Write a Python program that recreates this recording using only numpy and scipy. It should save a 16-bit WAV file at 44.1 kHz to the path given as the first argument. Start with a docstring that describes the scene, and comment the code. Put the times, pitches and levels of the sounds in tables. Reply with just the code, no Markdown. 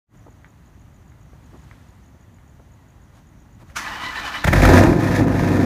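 """Cold start of a V8 at night.

On a quiet street a katydid ticks and soft steps pass over the rumble of distant traffic. A sports car's
starter clacks in and cranks, its gear teeth driving the resonances of the bell housing. The first
cylinders fire with sharp cracks; then a train of pressure pulses excites the pipes and silencer as the
engine flares up, overloads the microphone and settles to a fast, lumpy idle."""
import sys
import numpy as np
from scipy import signal
from scipy.fft import rfft, irfft, next_fast_len
from scipy.io import wavfile
from scipy.ndimage import uniform_filter1d

SR = 44100
rng = np.random.default_rng(int(sys.argv[2]) if len(sys.argv) > 2 else 0)


def bounce(signal):
    """Save signal as a 16-bit WAV file at the path given by the first command-line argument."""
    frames = np.transpose(np.atleast_2d(signal))
    limited = np.clip(frames, -1, 1)
    pcm = np.round(limited * 32767).astype(np.int16)
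    wavfile.write(sys.argv[1], SR, pcm)


N = 249165
TIME = np.arange(N) / SR
CATCH_S = 4.443  # the engine begins to run


def from_db(db):
    """Amplitude ratio of a level in decibels."""
    return 10 ** (np.asarray(db) / 20)


def rms_one(x):
    """Normalisation to unit rms."""
    return x / np.sqrt(np.mean(x ** 2) + 1e-20)


def evened(x, seconds):
    """Division by the running rms removes slow changes of level and leaves faster pulsing."""
    size = max(int(seconds * SR), 8)
    power = uniform_filter1d(uniform_filter1d(x ** 2, size), size)
    return x / np.sqrt(np.abs(power) + 1e-6 * np.mean(x ** 2))


def in_time(rows):
    """Linear interpolation of (seconds, value) rows at every sample."""
    return np.interp(TIME, *np.transpose(rows))


def ramp(start, seconds):
    """Linear rise from 0 to 1."""
    return np.clip((TIME - start) / seconds, 0, 1)


def noise():
    """Gaussian white noise."""
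    return rng.standard_normal(N)


def drift(rate):
    """Random fluctuation: straight lines join `rate` Gaussian values a second."""
    return np.interp(TIME * rate, np.arange(4000), rng.standard_normal(4000))


def colour(x, spectrum):
    """Minimum-phase filter with the given spectrum, falling steeply beyond its ends."""
    size = next_fast_len(N + SR // 4, True) // 2 * 2
    hz, db = np.transpose(spectrum)
    octave = np.log2(np.maximum(np.arange(size // 2 + 1) * SR / size, 1))
    points = np.log2(hz)
    beyond = np.abs(octave - np.clip(octave, points[0], points[-1]))
    gain = from_db(np.interp(octave, points, db) - 30 * np.minimum(beyond, 2))
    cepstrum = irfft(np.log(gain))
    cepstrum[1:size // 2] *= 2  # folding the cepstrum makes the filter causal
    cepstrum[size // 2 + 1:] = 0
    return irfft(rfft(x, size) * np.exp(rfft(cepstrum)))[:N]


def resonate(x, modes):
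    """Modal superposition: damped resonators in parallel, alternating in sign."""
    out = np.zeros(N)
    for k, (hz, width, db) in enumerate(modes):
        r = np.exp(-np.pi * width / SR)
        poles = [1, -2 * r * np.cos(2 * np.pi * hz / SR), r * r]
        out += (-1) ** k * from_db(db) * (1 - r * r) / 2 * signal.lfilter([1, 0, -1], poles, x + 1e-18)
    return out


def impulse_peak(modes):
    """Peak of the modes' impulse response."""
    return np.abs(resonate(1. * (TIME == 0), modes)).max()


def impulses(rows):
    """One impulse for each (seconds, dB) row."""
    out = np.zeros(N)
    for s, db in rows:
        out[int(s * SR)] = from_db(db)
    return out


def band(x, low_hz, high_hz):
    """Butterworth band-pass filter."""
    return signal.sosfilt(signal.butter(3, [low_hz, high_hz], "band", fs=SR, output="sos"), x)


def bursts(rows, spectrum, tail_db, tail_s):
    """Gaussian bursts of coloured noise, each with the street's exponential reverberation."""
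    power = np.zeros(N)
    for s, db, width in rows:
        near = np.abs(TIME - s) < 4 * width + 8 * tail_s
        since = TIME[near] - s
        direct = np.exp(-.5 * (since / width) ** 2)
        echo = from_db(tail_db) * np.exp(-np.abs(since) / tail_s) * (since > 0)
        power[near] += (from_db(db) * (direct + echo)) ** 2
    return np.sqrt(power) * evened(colour(noise(), spectrum), 0.0056)


def puffs(pulses, decay_s, steady):
    """Amplitude-modulated noise: it jumps at each pulse and decays exponentially to a steady floor."""
    envelope = signal.lfilter([1], [1, -np.exp(-1 / (decay_s * SR))], pulses + 1e-18)
    return noise() * (envelope + steady)


def traffic():
    """Distant vehicles add incoherently to a low rumble that swells and fades."""
    # Each row: time in seconds, level in dB.
    levels = [(0.2, -48.5), (1.0, -47.5), (1.6, -45.5), (2.3, -48), (2.8, -49), (3.5, -46)]
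    # Each row: frequency in Hz, spectral density in dB.
    rumble = [(15, -33), (25, -32), (41, -4.5), (65, 0), (91, -4), (113, -2), (200, -11), (299, -13.5),
              (384, -25.5), (500, -48), (650, -65), (1100, -120)]
    return from_db(in_time(levels)) * rms_one(colour(noise(), rumble))


def night_air(level_db=-59):
    """Stationary broadband noise forms the ambient floor."""
    # Each row: frequency in Hz, spectral density in dB.
    spectrum = [(210, -33.5), (350, -0.5), (472, -6), (616, -2), (744, -3.5), (844, -3), (899, -3),
                (1560, -9), (1970, -8.5), (2200, -14), (4910, -23), (5400, -28), (6730, -18.5), (7870, -26),
                (15000, -27)]
    return from_db(level_db) * rms_one(colour(noise(), spectrum))


def far_insects(level_db=-77, flutter_db=3.0):
    """Many distant insects merge into a fluttering band of noise."""
    return from_db(level_db + flutter_db * drift(21.57)) * rms_one(band(noise(), 5550, 6540))


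def katydid(level_db=-59, pitch_hz=6780, fall_hz_per_s=85000, gap_s=.019, width_s=0.0024):
    """Stridulation: two wing strokes a chirp, each a quick falling tone."""
    # Each entry: time of a chirp in seconds.
    chirps = [.176, .308, .487, .661, .797, .945, 1.081, 1.213, 1.443, 1.575, 1.62, 1.888, 2.063, 2.211,
              2.346, 2.48, 2.721, 2.887, 3.02, 3.152, 3.272, 3.403, 3.531, 3.683]
    out = np.zeros(N)
    for s, detune_hz in zip(chirps, rng.normal(0, 50, (len(chirps), 2))):
        for k in range(2):
            near = np.abs(TIME - s - k * gap_s) < 4 * width_s
            t = TIME[near] - s - k * gap_s
            phase = 2 * np.pi * t * (pitch_hz + detune_hz[k] - .5 * fall_hz_per_s * t)
            out[near] += np.exp(-.5 * (t / width_s) ** 2) * np.sin(phase)
    return from_db(level_db) * out


def soft_steps():
    """Soft impacts radiate dull bursts of noise."""
    # Each row: time in seconds, level in dB, width in seconds.
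    steps = [(.268, -42, .0025), (.283, -46, 0.0036), (1.333, -47, 0.0023), (1.545, -45, 0.012),
             (2.15, -52, 0.0022), (2.6, -48.5, 0.004), (3.63, -48.5, 0.0054)]
    # Each row: frequency in Hz, spectral density in dB.
    spectrum = [(150, 0), (300, 11.5), (600, 4), (1100, -2.5), (1700, -14), (3000, -44), (9000, -41)]
    return bursts(steps, spectrum, tail_db=-12, tail_s=0.019)


def heel_clicks(echo_db=-30):
    """Hard impacts excite the modes of a heel; the street reverberates faintly."""
    # Each row: time in seconds, level in dB.
    strikes = [(.4452, -33.5), (.457, -52), (1.12, -47), (1.712, -34), (1.729, -48), (2.385, -46),
               (3.7, -38.5)]
    # Each row: frequency in Hz, bandwidth in Hz, gain in dB.
    heel_modes = [(1140, 990, -5.5), (1960, 380, 1.5), (2320, 190, -4), (3700, 1300, -16.5)]
    clicks = impulses(strikes)
    echo = from_db(echo_db) * puffs(clicks, decay_s=0.019, steady=0)
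    return band(resonate(clicks + echo, heel_modes), 300, 3700) / impulse_peak(heel_modes)


def clothes():
    """Friction of cloth gives faint broadband rustles."""
    # Each row: time in seconds, level in dB, width in seconds.
    rustles = [(.67, -68, 0.027), (1.68, -59, 0.25), (3.17, -57, 0.026), (3.615, -54.5, 0.014),
               (3.705, -55, 0.024)]
    # Each row: frequency in Hz, spectral density in dB.
    spectrum = [(500, 6.5), (1500, 1), (3000, -7), (5000, -11), (9000, -15.5), (15000, -21)]
    return bursts(rustles, spectrum, tail_db=-20, tail_s=0.039)


def pinion_clack():
    """The impact of the starter pinion on the ring gear radiates a bright clack."""
    # Each row: time in seconds, level in dB, width in seconds.
    impacts = [(3.768, -24.5, 0.0059), (3.783, -33, 0.015)]
    # Each row: frequency in Hz, spectral density in dB.
    spectrum = [(240, -40), (400, -17.5), (1350, 5.5), (1940, 1.5), (3050, -4.5), (3290, -9.5),
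                (5110, -8.5), (6130, -4), (8560, -17.5), (9520, -16), (15000, -24)]
    return bursts(impacts, spectrum, tail_db=-7, tail_s=0.069)


def gear_whirr(surge_db, teeth_hz=718, hz_per_surge_db=1.7, knocks_per_s=170):
    """Forced vibration: noise modulated at the tooth rate and random knocks ring the bell housing."""
    # Each row: frequency in Hz, bandwidth in Hz, gain in dB.
    housing_modes = [(679, 10, -5.5), (827, 31, 2.5), (1003, 35, -18), (1032, 63, 4.5), (1247, 8.9, -1),
                     (1332, 38, 0.5), (1504, 15, -4), (1760, 16, 6), (1972, 23, -3), (2364, 49, -3.5),
                     (2984, 67, -10), (3920, 190, -7.5)]
    # Each row: frequency in Hz, spectral density in dB.
    spectrum = [(88, -74), (150, -36), (289, -7.5), (433, -15.5), (674, -8), (728, -7), (818, -0.5),
                (1400, -2.5), (1730, -2), (2230, -7.5), (2970, -8), (3270, -12), (3970, -11.5), (8410, -30),
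                (15000, -32.5)]
    tooth = np.cumsum(teeth_hz * (1 + 0.0046 * drift(40)) + hz_per_surge_db * surge_db) / SR
    knocks = (rng.random(N) < knocks_per_s / SR) * noise()
    rattle = 1 + 0.44 * np.cos(2 * np.pi * tooth)
    grind = noise() * rattle * from_db(1.4 * drift(300)) + 5 * knocks
    # the load shifts, so the modes flare and fade one by one
    housing = sum((-1) ** k * resonate(grind, [mode]) * from_db(3.7 * drift(35))
                  for k, mode in enumerate(housing_modes))
    return 0.66 * rms_one(colour(grind, spectrum)) + 0.78 * evened(band(housing, 500, 5670), 0.039)


def gear_whine(whine_hz):
    """Periodic tooth contact gives wavering harmonics; the second lies at the whine's pitch."""
    # Each entry: level of a harmonic in dB, from the fundamental up.
    harmonics = [-11, -1.5, -13]
    mesh = np.cumsum(whine_hz / 2 * (1 + 0.0166 * drift(220))) / SR
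    return sum(from_db(db + 8 * np.clip(drift(80), -2, 1)) * np.sin(2 * np.pi * k * mesh)
               for k, db in enumerate(harmonics, 1))


def motor_hum(armature_hz=207):
    """The starter motor hums at harmonics of its rotation rate."""
    # Each row: multiple of the armature rate, level in dB.
    harmonics = [(1, -50), (6, -42)]
    turns = np.cumsum(armature_hz * (1 + 0.0057 * drift(25))) / SR
    return sum(from_db(db + 3.3 * drift(14)) * np.sin(2 * np.pi * k * turns) for k, db in harmonics)


def piston_chuffs(first_s=3.9, per_s=5.94, level_db=-47, swing_db=4):
    """Cranked pistons pump air, modulating low flow noise in even chuffs."""
    # Each row: frequency in Hz, spectral density in dB.
    spectrum = [(18, -24), (30, 4), (59, 4), (161, -15), (204, -2), (243, -19), (295, 7.5), (355, -26),
                (400, -19), (520, -30), (880, -120)]
    pumping = np.cos(2 * np.pi * per_s * (TIME - first_s))
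    return from_db(level_db + swing_db * pumping) * evened(colour(noise(), spectrum), .08)


def starter(on_s=3.756, off_s=4.41, surge_width_s=0.0228, whirr_db=-32, whine_db=-49):
    """Under a varying load the starter's gears surge as each piston passes its compression."""
    # Each row: time in seconds, rise of the whirr in dB, whine pitch in Hz, whine level in dB.
    surges = [(3.88, 3, 1726, -30.5), (3.94, 2.5, 1934, -41), (4.035, 3.5, 1957, -28.5),
              (4.085, 2, 2000, -32), (4.18, 6, 1797, -31), (4.27, 7.5, 1740, -47), (4.355, 6, 1760, -37)]
    times, rises_db, pitches_hz, whines_db = np.transpose(surges)
    swells = np.exp(-.5 * ((TIME - times[:, None]) / surge_width_s) ** 2)
    surge_db = rises_db @ swells
    whirr = from_db(whirr_db + surge_db) * gear_whirr(surge_db)
    whine_gain = from_db(whine_db) + from_db(whines_db) @ swells ** 2
    whine = whine_gain * gear_whine(np.interp(TIME, times, pitches_hz))
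    turning = ramp(on_s, 0.033) * (1 - ramp(off_s, 0.16))
    return turning * (whirr + whine + motor_hum() + piston_chuffs()) + pinion_clack()


def tailpipe_thumps():
    """Single gulps of gas excite the tailpipe's heavily damped modes."""
    # Each row: time in seconds, level in dB.
    gulps = [(4.035, -29), (4.062, -27.5), (4.21, -33), (4.453, -23), (4.485, -7.5), (4.538, -5),
             (4.575, -8.5), (4.812, 0.5), (4.892, -4.5), (5.208, -4), (5.28, -15)]
    # Each row: frequency in Hz, bandwidth in Hz, gain in dB.
    modes = [(96, 33, 4.5), (287, 79, -3), (640, 180, -9.5)]
    return band(resonate(-impulses(gulps), modes), 43, 1170) / impulse_peak(modes)


def firing_cracks():
    """Sharp firings are brief pressure transients, heard as broadband cracks."""
    # Each row: time in seconds, level in dB, width in seconds.
    cracks = [(4.4455, -15.5, .003), (4.48, -16, 0.0072), (4.534, -11.5, 0.0035), (4.557, -25, 0.0033),
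              (4.636, -14, 0.0024), (4.654, -11.5, .0029), (4.758, -22, 0.0052), (4.775, -17, 0.0017),
              (4.838, -16, 0.0018), (5.283, -26, 0.0016)]
    # Each row: frequency in Hz, spectral density in dB.
    spectrum = [(300, -14), (550, 1.5), (800, 1), (1100, 1), (1450, 3.5), (1900, 5), (2500, -6.5),
                (3000, -15), (3500, -11), (4500, -22), (6500, -17), (8200, -25), (15000, -25)]
    return bursts(cracks, spectrum, tail_db=-14, tail_s=.018)


def firing_pulses(cycle, uneven_db=2.75, jitter_s=0.00013):
    """A quasi-periodic train: one pressure pulse per cylinder, a little off in strength and time."""
    # Each entry: strength of a cylinder in dB, in firing order.
    cylinders = [2.5, 0, -0.5, -1.5, 3, 1, -21, -2]
    due = np.flatnonzero(np.diff(np.floor(len(cylinders) * cycle)) > 0)
    timing, strength = rng.standard_normal((len(due), 2)).T
    at = np.clip(due + (jitter_s * SR * timing).astype(int), 0, N - 1)
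    pulses = np.zeros(N)
    pulses[at] = from_db(np.resize(cylinders, len(due)) + uneven_db * strength)
    return pulses


def gas_hiss(pulses):
    """Turbulent gas flow hisses, pulsing with the firings."""
    # Each row: frequency in Hz, spectral density in dB.
    spectrum = [(1590, -26), (2700, -0.5), (2960, -7), (3250, -2), (3840, -0.5), (4270, -3.5), (6620, -5),
                (7980, -13), (9410, -12), (13800, -15), (15000, -18)]
    return evened(colour(puffs(pulses, decay_s=0.017, steady=0.72), spectrum), 0.029)


def bay_clatter(pulses):
    """Short puffs of noise excite the resonances of the engine bay."""
    # Each row: frequency in Hz, bandwidth in Hz, gain in dB.
    modes = [(1577, 12, 3), (1663, 160, -4.5), (1770, 60, 2.5), (1883, 49, -2.5), (2065, 155, -7.5),
             (2424, 270, -10.5)]
    gas = puffs(pulses, decay_s=0.0027, steady=0.44)
    return evened(band(resonate(gas, modes), 1360, 2950), 0.043)


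def silencer_bark(pulses):
    """The pulses and the gas behind them excite the modes of the silencer and body."""
    # Each row: frequency in Hz, bandwidth in Hz, gain in dB.
    modes = [(500, 30, 1), (556, 39, 1), (624, 27, 3), (691.5, 31, 4), (832, 60, -2), (970, 46, -2),
             (1058, 40, -5.5), (1228, 61, -6), (1466, 136, -10)]
    drive = pulses + 0.092 * puffs(pulses, decay_s=0.008, steady=0.5)
    return evened(band(resonate(drive, modes), 387, 1840), 0.025)


def exhaust_note(cycle, waver_db=2.5):
    """Uneven firing repeats once a cycle, so it sounds the harmonics of the cycle rate."""
    # Each row: multiple of the cycle rate, relative level in dB.
    orders = [(1, -13), (2, -25), (3, -15), (4, -6), (5, -18), (6, -6), (7, -9), (8, 3.5), (9, -5),
              (10, -4), (11, 1), (12, -13), (13, -2.5), (14, 2), (15, -25), (16, -15), (17, -35), (18, -13),
              (19, -2), (20, -4), (21, -2.5), (22, 0.5), (23, -7.5), (24, -7), (25, -4.5), (26, -32),
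              (27, -10.5), (28, -13.5), (29, -8), (30, -9), (31, -43), (32, -11.5), (33, -13.5), (34, -33),
              (35, -23), (36, -22), (37, -40), (38, -9), (39, -8), (40, -17), (41, -7.5), (42, -3),
              (43, -34), (44, -8)]
    note, running = np.zeros(N), TIME > CATCH_S
    for k, db in orders:
        gain = from_db(db + waver_db * drift(20)[running])
        note[running] += gain * np.sin(2 * np.pi * (k * cycle[running] + rng.random()))
    return note / np.sqrt(sum(from_db(db) ** 2 for k, db in orders) / 2)


def lope(cycle, once_db, twice_db):
    """Modulation in dB: strong cylinders fire back to back, giving a strong and a weak swell a cycle."""
    return once_db * np.cos(2 * np.pi * cycle) + twice_db * np.cos(4 * np.pi * cycle)


def exhaust(pulses, cycle, flare, settle_s=0.44, steady_share=0.85):
    """Pulses drive standing waves in the pipe; its ragged thud and growl settle into steady harmonics."""
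    # Each row: frequency in Hz, bandwidth in Hz, gain in dB.
    pipe_modes = [(52.6, 19, 6), (93.6, 11.5, 2), (135.5, 11, 2.5), (177, 25, 2), (255.4, 17, -1),
                  (308, 38.5, 1.5), (337, 80, -1)]
    # Tailpipe modes that boom under load. Each row: frequency in Hz, bandwidth in Hz, gain in dB.
    boom_modes = [(48, 9, 8.5), (95, 16, 11)]
    # Each row: time in seconds, level in dB.
    growl_levels = [(4.46, -29.5), (4.734, -11), (4.906, -14.5), (4.956, -19), (5.168, -23), (5.208, -15.5),
                    (5.388, -23.5), (5.416, -21.5), (5.65, -16)]
    steady = steady_share * ramp(CATCH_S, settle_s) ** 1.36
    drive = -pulses + 0.0096 * puffs(pulses, decay_s=0.0071, steady=0.22)
    pipe = evened(band(resonate(drive, pipe_modes), 34, 405), 0.068)
    blend = np.sqrt(1 - steady) * pipe + np.sqrt(steady) * exhaust_note(cycle)
    boom = flare ** 2 * sum(resonate(pipe, [mode]) for mode in boom_modes)
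    thud_db = -19.5 + 9 * flare + steady * lope(cycle - .03, once_db=1.5, twice_db=0.8)
    thud = from_db(thud_db) * evened(band(blend + boom, 42, 181), 0.034)
    growl_db = in_time(growl_levels) + steady * lope(cycle - .13, once_db=2.0, twice_db=1.9)
    growl = from_db(growl_db) * evened(band(blend, 229.5, 453), 0.038)
    return thud + growl


def engine(attack_s=.2, hold_s=.13, release_s=.2, idle_hz=12.6, bark_db_per_octave=3):
    """Source and filter: one pulse train drives exhaust, bark, clatter and hiss through the flare."""
    # Each row: time in seconds, speed in four-stroke cycles per second.
    speed = [(4.44, 3.4), (4.52, 6.0), (4.65, 6.5), (4.72, 11.5), (4.78, 11.6), (4.85, 14.0), (4.97, 14.6),
             (5.05, 12.7), (5.2, 12.58), (5.35, 12.25), (5.65, 11.95)]
    # Each row: time in seconds, level of the gas hiss in dB, which stands for the throttle.
    throttle = [(4.56, -33), (4.792, -28), (4.826, -34.5), (4.982, -46), (5.006, -40), (5.136, -39),
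                (5.164, -33.5), (5.254, -48.5), (5.404, -40.5), (5.65, -42)]
    cycle_hz, hiss_db = in_time(speed), in_time(throttle)
    throttle_db = hiss_db - hiss_db[TIME > CATCH_S].mean()
    flare = ramp(CATCH_S, attack_s) - ramp(CATCH_S + attack_s + hold_s, release_s)
    cycle = np.cumsum(cycle_hz) / SR
    cycle -= np.interp(5.423, TIME, cycle)  # a cycle begins at 5.423 s
    pulses = firing_pulses(cycle)
    rumble = exhaust(pulses, cycle, flare)
    bark_db = -26.5 + 10 * flare + 0.21 * throttle_db + bark_db_per_octave * np.log2(cycle_hz / idle_hz)
    bark = from_db(bark_db) * silencer_bark(pulses)
    clatter = from_db(-30 + 0.92 * throttle_db) * bay_clatter(pulses)
    hiss = from_db(hiss_db) * gas_hiss(pulses)
    # the gas flow builds up only once all cylinders have caught
    caught = from_db(-7 * (1 - ramp(4.53, .03)))
    return ramp(CATCH_S, 0.011) * (rumble + caught * (bark + clatter + hiss))


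def scene():
    """Superposition of all sources on the street, in mono."""
    street = traffic() + night_air() + soft_steps() + heel_clicks() + clothes()
    insects = katydid() + far_insects()
    car = starter() + engine() + firing_cracks() + tailpipe_thumps()
    return (street + insects + car)[None]


def record(dry, cutoff_hz=15400):
    """Saturation in the microphone flattens loud peaks; the ends fade and a low-pass cuts the top."""
    faded = dry * ramp(0.061, 0.09) ** 2 * np.clip((TIME[-1] - TIME) / .002, 0, 1)
    flattened = faded / (1 + faded ** 8) ** (1 / 8)
    return signal.sosfilt(signal.ellip(12, .1, 80, cutoff_hz, fs=SR, output="sos"), flattened)


dry = scene()
out = record(dry)
bounce(out)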